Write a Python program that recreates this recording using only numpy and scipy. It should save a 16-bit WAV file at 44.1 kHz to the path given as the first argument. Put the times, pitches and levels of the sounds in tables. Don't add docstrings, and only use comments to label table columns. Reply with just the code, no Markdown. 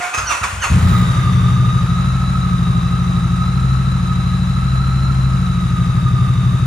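import sys
import numpy as np
from scipy import signal
from scipy.fft import rfft, irfft
from scipy.io import wavfile
from scipy.ndimage import uniform_filter1d

SR = 44100
rng = np.random.default_rng(int(sys.argv[2]) if len(sys.argv) > 2 else 0)


def store_wav(level_fs):
    pcm = np.round(np.clip(np.atleast_2d(level_fs), -1, 1) * 32767)
    wavfile.write(sys.argv[1], SR, pcm.T.astype(np.int16))


N = 293706
TIME_S, BIN_HZ = np.arange(N) / SR, np.fft.rfftfreq(N, 1 / SR)
SETTLED_S = .9


def gain(db):
    return 10 ** (np.asarray(db) / 20)


def unit_rms(x):
    return x / np.sqrt(np.mean(x ** 2) + 1e-20)


def per_bin(curve):
    hz, value = np.transpose(curve)
    return np.interp(np.log(BIN_HZ + 1), np.log(hz + 1), value)


def per_sample(curve):
    times_s, *columns = np.transpose(curve)
    return [np.interp(TIME_S, times_s, column) for column in columns]


def noise_pair():
    return rng.standard_normal((2, N))


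def shaped_noise(spectrum):
    return unit_rms(irfft(rfft(noise_pair()) * gain(per_bin(spectrum)), N))


def resonate(x, hz, width_hz):
    carrier = np.exp(2j * np.pi * np.cumsum(hz * np.ones(N)) / SR)
    pole = np.exp(-np.pi * width_hz / SR)
    return (carrier * signal.lfilter([1], [1, -pole], x * carrier.conj())).imag


def ring(x, modes):
    return unit_rms(sum(np.sign(polarity) * gain(db) * resonate(x, hz, width_hz)
                        for hz, width_hz, db, polarity in modes))


def engine_speed():
    # (time [s], cycle rate [Hz])
    idle_speed = [(.9, 12.643), (1.4, 11.957), (2.1, 12.926), (2.4, 12.868), (2.65, 12.498), (2.95, 12.724),
                  (3.25, 12.606), (3.7, 13.039), (4.05, 12.78), (4.45, 12.807), (5.05, 13.242),
                  (5.55, 12.693), (5.85, 12.537), (6.25, 12.215), (6.7, 12.369)]
    cycle_hz = per_sample(idle_speed)[0]
    cycles = np.cumsum(cycle_hz) / SR
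    return cycle_hz, cycles - cycles[round(SETTLED_S * SR)] + .425


def hall(x, t60_s=.5, gap_s=.008):
    t = np.arange(SR // 2) / SR
    tails = rng.standard_normal((2, len(t))) * gain(-60 * t / t60_s) * (t > gap_s)
    return signal.fftconvolve(x, tails / np.linalg.norm(tails[0]), axes=1)[:, :N]


def running_gear(whine_db=-29, clatter_db=-34.5, sag_db_per_s=.38, ease_s=.6, ticks_per_s=300):
    # (cycle rate multiple, width [Hz], relative level [dB], throbs per cycle, depth [0-1])
    gear_orders = [(99.26, 37.3, -1, 4, 0.38), (103.93, 30, -8.5, 4, 0.55), (91.5, 65, -14.5, 4, 0.54),
                   (305.8, 157, -10.5, 3, 0.05), (289.3, 210, -18, 3, 0.04), (395, 260, -23.5, 2, 0.16),
                   (506.4, 200, -23, 2, 0)]
    # (frequency [Hz], width [Hz], relative level [dB], start [s], end [s])
    cover_modes = [(1254, 10, -8, .8, 7), (1350, 10, -10, 4.6, 5.3), (4027, 4, -18, 3.3, 5.45),
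                   (5920, 20, -27, 1, 7), (785, 25, -17, 1.8, 5.4), (1090, 40, -15, 1.8, 5.6),
                   (2650, 120, -17, 1, 7), (1980, 30, -14, .75, 1.5)]
    # (frequency [Hz], relative density [dB])
    clatter_spectrum = [(140, -19), (240, -7.5), (330, -16), (520, -18), (900, -16), (1200, -11.5),
                        (1560, -14.5), (2100, -19), (2700, -23), (3190, -25), (4430, -29), (6400, -33.5),
                        (7500, -24.5), (8420, -37), (9000, -31), (10200, -33.5), (12500, -48),
                        (15400, -47.5)]
    t = TIME_S
    cycle_hz, cycles = engine_speed()
    whine = 0
    for order, width_hz, db, throbs, depth in gear_orders:
        hz = order * cycle_hz
        band = resonate(resonate(noise_pair(), hz, width_hz), hz, width_hz)
        throb = 1 + depth * np.cos(2 * np.pi * round(throbs) * (cycles - .1))
        whine += gain(db) * unit_rms(band) * throb
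    for hz, width_hz, db, start_s, end_s in cover_modes:
        fade = np.clip(np.minimum(t - start_s, end_s - t) / .19, 0, 1)
        whine += gain(db) * fade * unit_rms(resonate(noise_pair(), hz, width_hz))
    ticks = gain(.83 * rng.exponential(1, N)) * (rng.random(N) < ticks_per_s / SR)
    ticks = uniform_filter1d(ticks, size=300)
    clatter = shaped_noise(clatter_spectrum) * (1 + .1 * ticks / ticks.std())
    started = np.clip((t - .68) / .045, 0, 1)
    cold = np.exp(-np.maximum(t - SETTLED_S, 0) / ease_s)
    whine *= gain(whine_db - sag_db_per_s * t + 4.5 * cold) * np.interp(t, (.8, .95), (.3, 1))
    return started * (whine + gain(clatter_db + 8.5 * cold) * clatter)


def squeal(start_s, first_hz, last_hz, db, rise_s=.006, glide_s=.02, t60_s=.29):
    t = np.maximum(np.arange(SR + SR // 4) / SR - start_s, 0)
    hz = last_hz + (first_hz - last_hz) * np.exp(-t / glide_s)
    hz *= 1 + .2 * uniform_filter1d(rng.standard_normal(len(t)), size=200)
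    envelope = gain(db - 60 * t / t60_s) * (1 - np.exp(-t / rise_s))
    return np.pad(envelope * np.sin(2 * np.pi * np.cumsum(hz) / SR), (0, N - len(t)))


def starter_strokes(edge_db=-13.5, drag_db=-5.5, drag_db_per_s=37, release_s=.76, release_db_per_s=110):
    # (peak [s], half length [s], first [Hz], last [Hz], relative tone [dB], grinding [dB])
    loads = [(0.036, .1, 700, 745, -21, -27.5), (.148, .016, 1200, 1263, -16, -22.5),
             (.187, 0.0219, 1264, 1300, -17.5, -22.5), (0.317, .045, 1520, 880, -13.5, -21.5),
             (.442, 0.01606, 1400, 983.5, -11, -20.5), (0.643, 0.034, 1600, 945, -15.5, -22)]
    peak_s, half_s, first_hz, last_hz, tone_db, grind_db = np.transpose(loads)[:, :, None]
    edges_s = np.sort(np.c_[peak_s - half_s, peak_s + half_s].ravel())
    hz = np.interp(TIME_S, edges_s, np.c_[first_hz, last_hz].ravel())
    offset_s = TIME_S - peak_s
    swell = gain(edge_db * abs(offset_s) / half_s)
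    drag = gain(drag_db - drag_db_per_s * abs(offset_s)) * np.clip(1 + offset_s / half_s, 0, 1)
    engaged = gain(-release_db_per_s * np.maximum(TIME_S - release_s, 0))
    return hz, (gain(tone_db) * swell).max(0), engaged * (gain(grind_db) * (swell + drag)).max(0)


def starter():
    # (harmonic, relative level [dB])
    harmonics = [(1, -2), (2, -8.5), (3, -19), (4, -24)]
    # (frequency [Hz], width [Hz], relative level [dB])
    casing_modes = [(1200, 170, -8.5), (1403, 26, -5), (2526, 150, -4.5), (4650, 75, -25), (5300, 78, -26),
                    (5750, 32, -17), (6520, 57, -11), (7190, 30, -10), (7530, 88, -11.5),
                    (9230, 110, -16.5), (9660, 58, -18), (11400, 100, -39)]
    # (frequency [Hz], relative density [dB])
    grind_spectrum = [(120, -52), (200, -30.5), (907, -6), (1190, -1.5), (4750, -21), (6600, -19),
                      (8360, -13.5), (9330, -27), (13900, -44), (15500, -43)]
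    # (time [s], frequency [Hz], level [dB])
    free_spin = [(.74, 13600, -70), (.8, 14400, -53), (.9, 14800, -47), (1, 15500, -44),
                 (1.078, 15500, -70)]
    # (start [s], first
    # [Hz], last [Hz], level [dB])
    bites = [(.005, 2900, 1700, -30), (.007, 2300, 1500, -26.5), (.03, 2270, 2260, -27),
             (.133, 2550, 2540, -21), (.135, 6420, 6400, -24.5), (.14, 5150, 5120, -33),
             (.17, 6400, 6380, -26.5), (.17, 5150, 5080, -30), (.18, 1600, 1203, -22.5),
             (.26, 4360, 4330, -31), (.269, 5890, 5870, -20.5), (.295, 2900, 2610, -22.5),
             (.29, 7000, 7080, -34), (.31, 1900, 1050, -33), (.43, 3200, 2600, -35),
             (.615, 6200, 6500, -25), (.62, 2200, 1050, -25), (.622, 3100, 2556, -24),
             (.625, 4350, 4280, -32), (.63, 7150, 7070, -33)]
    tooth_hz, tone_gain, grind_gain = starter_strokes()
    jitter = 1 + .26 * uniform_filter1d(rng.standard_normal(N), size=150)
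    teeth = np.cumsum(tooth_hz * jitter) / SR
    tone = sum(gain(db) * np.sin(2 * np.pi * round(k) * teeth) for k, db in harmonics)
    grit = grind_gain * noise_pair()
    casing = sum(gain(db) * np.sqrt(width_hz / 3000) * resonate(grit, hz, width_hz)
                 for hz, width_hz, db in casing_modes)
    whistle_hz, whistle_db = per_sample([(0, 13000, -120)] + free_spin + [(1.2, 15650, -120)])
    whistle = gain(whistle_db) * np.sin(2 * np.pi * np.cumsum(whistle_hz) / SR)
    tonal = gain(-4) * tone_gain * tone + whistle + sum(squeal(*bite) for bite in bites)
    grinding = gain(-7) * casing + grind_gain * shaped_noise(grind_spectrum)
    return np.array([tonal, gain(6) * tonal]) + grinding


def cylinder_pulses(second_phase=.625, second_db=-1, lead_s=.006, scatter_s=.00015, scatter_db=.7):
    # (time [s], level [dB])
    puffs = [(.172, -15), (.225, -14.5), (0.288, -20), (.41, -13), (0.523, -13.5), (.57, -15.5),
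             (0.653, -15.5)]
    # (time [s], level [dB])
    catch_firings = [(0.698, -2), (.713, 5), (.745, 0.5), (0.758, -4.5), (0.788, 2), (.814, 0),
                     (0.827, -6.5), (.848, 0.5), (.881, -4), (.912, 5.5), (0.931, -6.5)]
    _, cycles = engine_speed()
    whole = np.arange(1, int(cycles[-1]) + 1)
    timing, strength = rng.standard_normal((len(whole), 2, 2)).T
    crest_s = np.interp([whole, whole + second_phase], cycles, TIME_S, right=7)
    idle_s = crest_s + scatter_s * timing - lead_s
    idle_db = scatter_db * strength + [[0], [second_db]]
    pulse_s, pulse_db = np.r_[np.c_[idle_s.ravel(), idle_db.ravel()], catch_firings, puffs].T
    clicks = np.zeros(N + SR)
    clicks[(pulse_s * SR).astype(int)] = gain(pulse_db)
    flow = gain(-54) * rng.standard_normal(N) * (TIME_S > .7)
    return clicks[:N] + flow


def exhaust(catch_blend_s=(.685, .723), idle_blend_s=(.87, 1.16), muffler_hz=(47.7, 224.6)):
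    # (frequency [Hz], width [Hz], relative level [dB], sign)
    mode_groups = [
        [(64.6, 7.5, 0, 1)],
        [(88.5, 4.2, 2, 0.34), (99.5, 7, 5, 1), (196.1, 5.1, -4, 1)],
        [(111.8, 6.2, -3, 1), (120.25, 5.2, 3, -1), (133, 47, 3.5, 1)],
        [(127.23, 6.7, -4.5, 1), (131.3, 5.7, 1, 1)],
        [(162, 6.2, -8, 1), (177.45, 6.35, 2, 1), (183.76, 5.1, -1.5, -1), (217, 65, -13, -1)],
    ]
    # (cranking [dB], catching [dB], idling at each of speeds_hz [dB])
    group_levels = [(-15, -30, [-43, -35.5, -28, -29, -22, -21.5]),
                    (-13.5, -15.5, [-17.5, -27.5, -27.5, -21.5, -23, -19.5]),
                    (-39, -23.5, [-18, -17, -19.5, -33, -39, -36]),
                    (-27, -22, [-20, -17.5, -21, -18, -15.5, -17.5]),
                    (-37, -17, [-13.5, -18.5, -18.5, -20.5, -26.5, -23.5])]
    speeds_hz = [12, 12.3, 12.6, 12.8, 13, 13.25]
    # (frequency [Hz], width [Hz], relative level [dB], sign)
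    steady_modes = [(39.86, 3.1, -3, -1), (317, 13.3, -10, 1), (341.4, 10, -7, -1)]
    cycle_hz, _ = engine_speed()
    pulses = cylinder_pulses()
    idling = np.interp(TIME_S, idle_blend_s, (0, 1))
    boom = 0
    for (crank_db, catch_db, speed_db), modes in zip(group_levels, mode_groups):
        start_db = np.interp(TIME_S, catch_blend_s, (crank_db, catch_db))
        idle_db = np.interp(cycle_hz, speeds_hz, speed_db)
        boom += gain((1 - idling) * start_db + idling * idle_db) * ring(pulses, modes)
    muffler = signal.butter(4, muffler_hz, "band", fs=SR, output="sos")
    return signal.sosfilt(muffler, boom) + gain(-32) * ring(pulses, steady_modes)


def microphone_pair(common, other):
    # (frequency [Hz], share [0-1])
    likeness = [(60, 0.97), (130, 0.95), (290, 0.95), (640, 0.48), (1410, 0.36), (3100, 0.53), (6820, 0.79),
                (15000, 1)]
    # (frequency [Hz], lead [rad])
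    lead = [(0, 0), (700, 0), (1290, -.9), (1810, -.3), (2500, .8), (3880, 1.1), (5940, .6), (7750, 2.5),
            (8440, 3.1), (9130, 1.8), (10400, .5), (14300, .9)]
    # (frequency [Hz], left minus right [dB])
    balance = [(60, 2.5), (110, 3), (200, -1.5), (380, 1), (700, 1.5), (1290, -1.5), (2380, 1), (4400, 5),
               (8120, 2.5), (15000, -2)]
    share = np.clip(per_bin(likeness), 0, 1)
    left = rfft(common)
    right = share * left * np.exp(-1j * per_bin(lead)) + np.sqrt(1 - share ** 2) * rfft(other)
    half_db = per_bin(balance) / 2
    return irfft([left * gain(half_db), right * gain(-half_db)], N)


def scene():
    boom, crank = exhaust(), starter()
    boom_pair = np.array([boom, np.roll(boom, 85)])
    mix = crank + gain(-5.5) * hall(crank) + running_gear() + boom_pair
    return microphone_pair(*mix)


def record(dry, bass_cut_hz=30, ceiling_db=-.5, band_limit_hz=15690):
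    cut = signal.sosfilt(signal.butter(4, bass_cut_hz, "high", fs=SR, output="sos"), dry)
    saturated = gain(ceiling_db) * np.tanh(cut / gain(ceiling_db))
    lowpass = signal.firwin(511, band_limit_hz, window=("kaiser", 9), fs=SR)
    return signal.oaconvolve(saturated, lowpass[None], "same")


dry = scene()
out = record(dry)
store_wav(out)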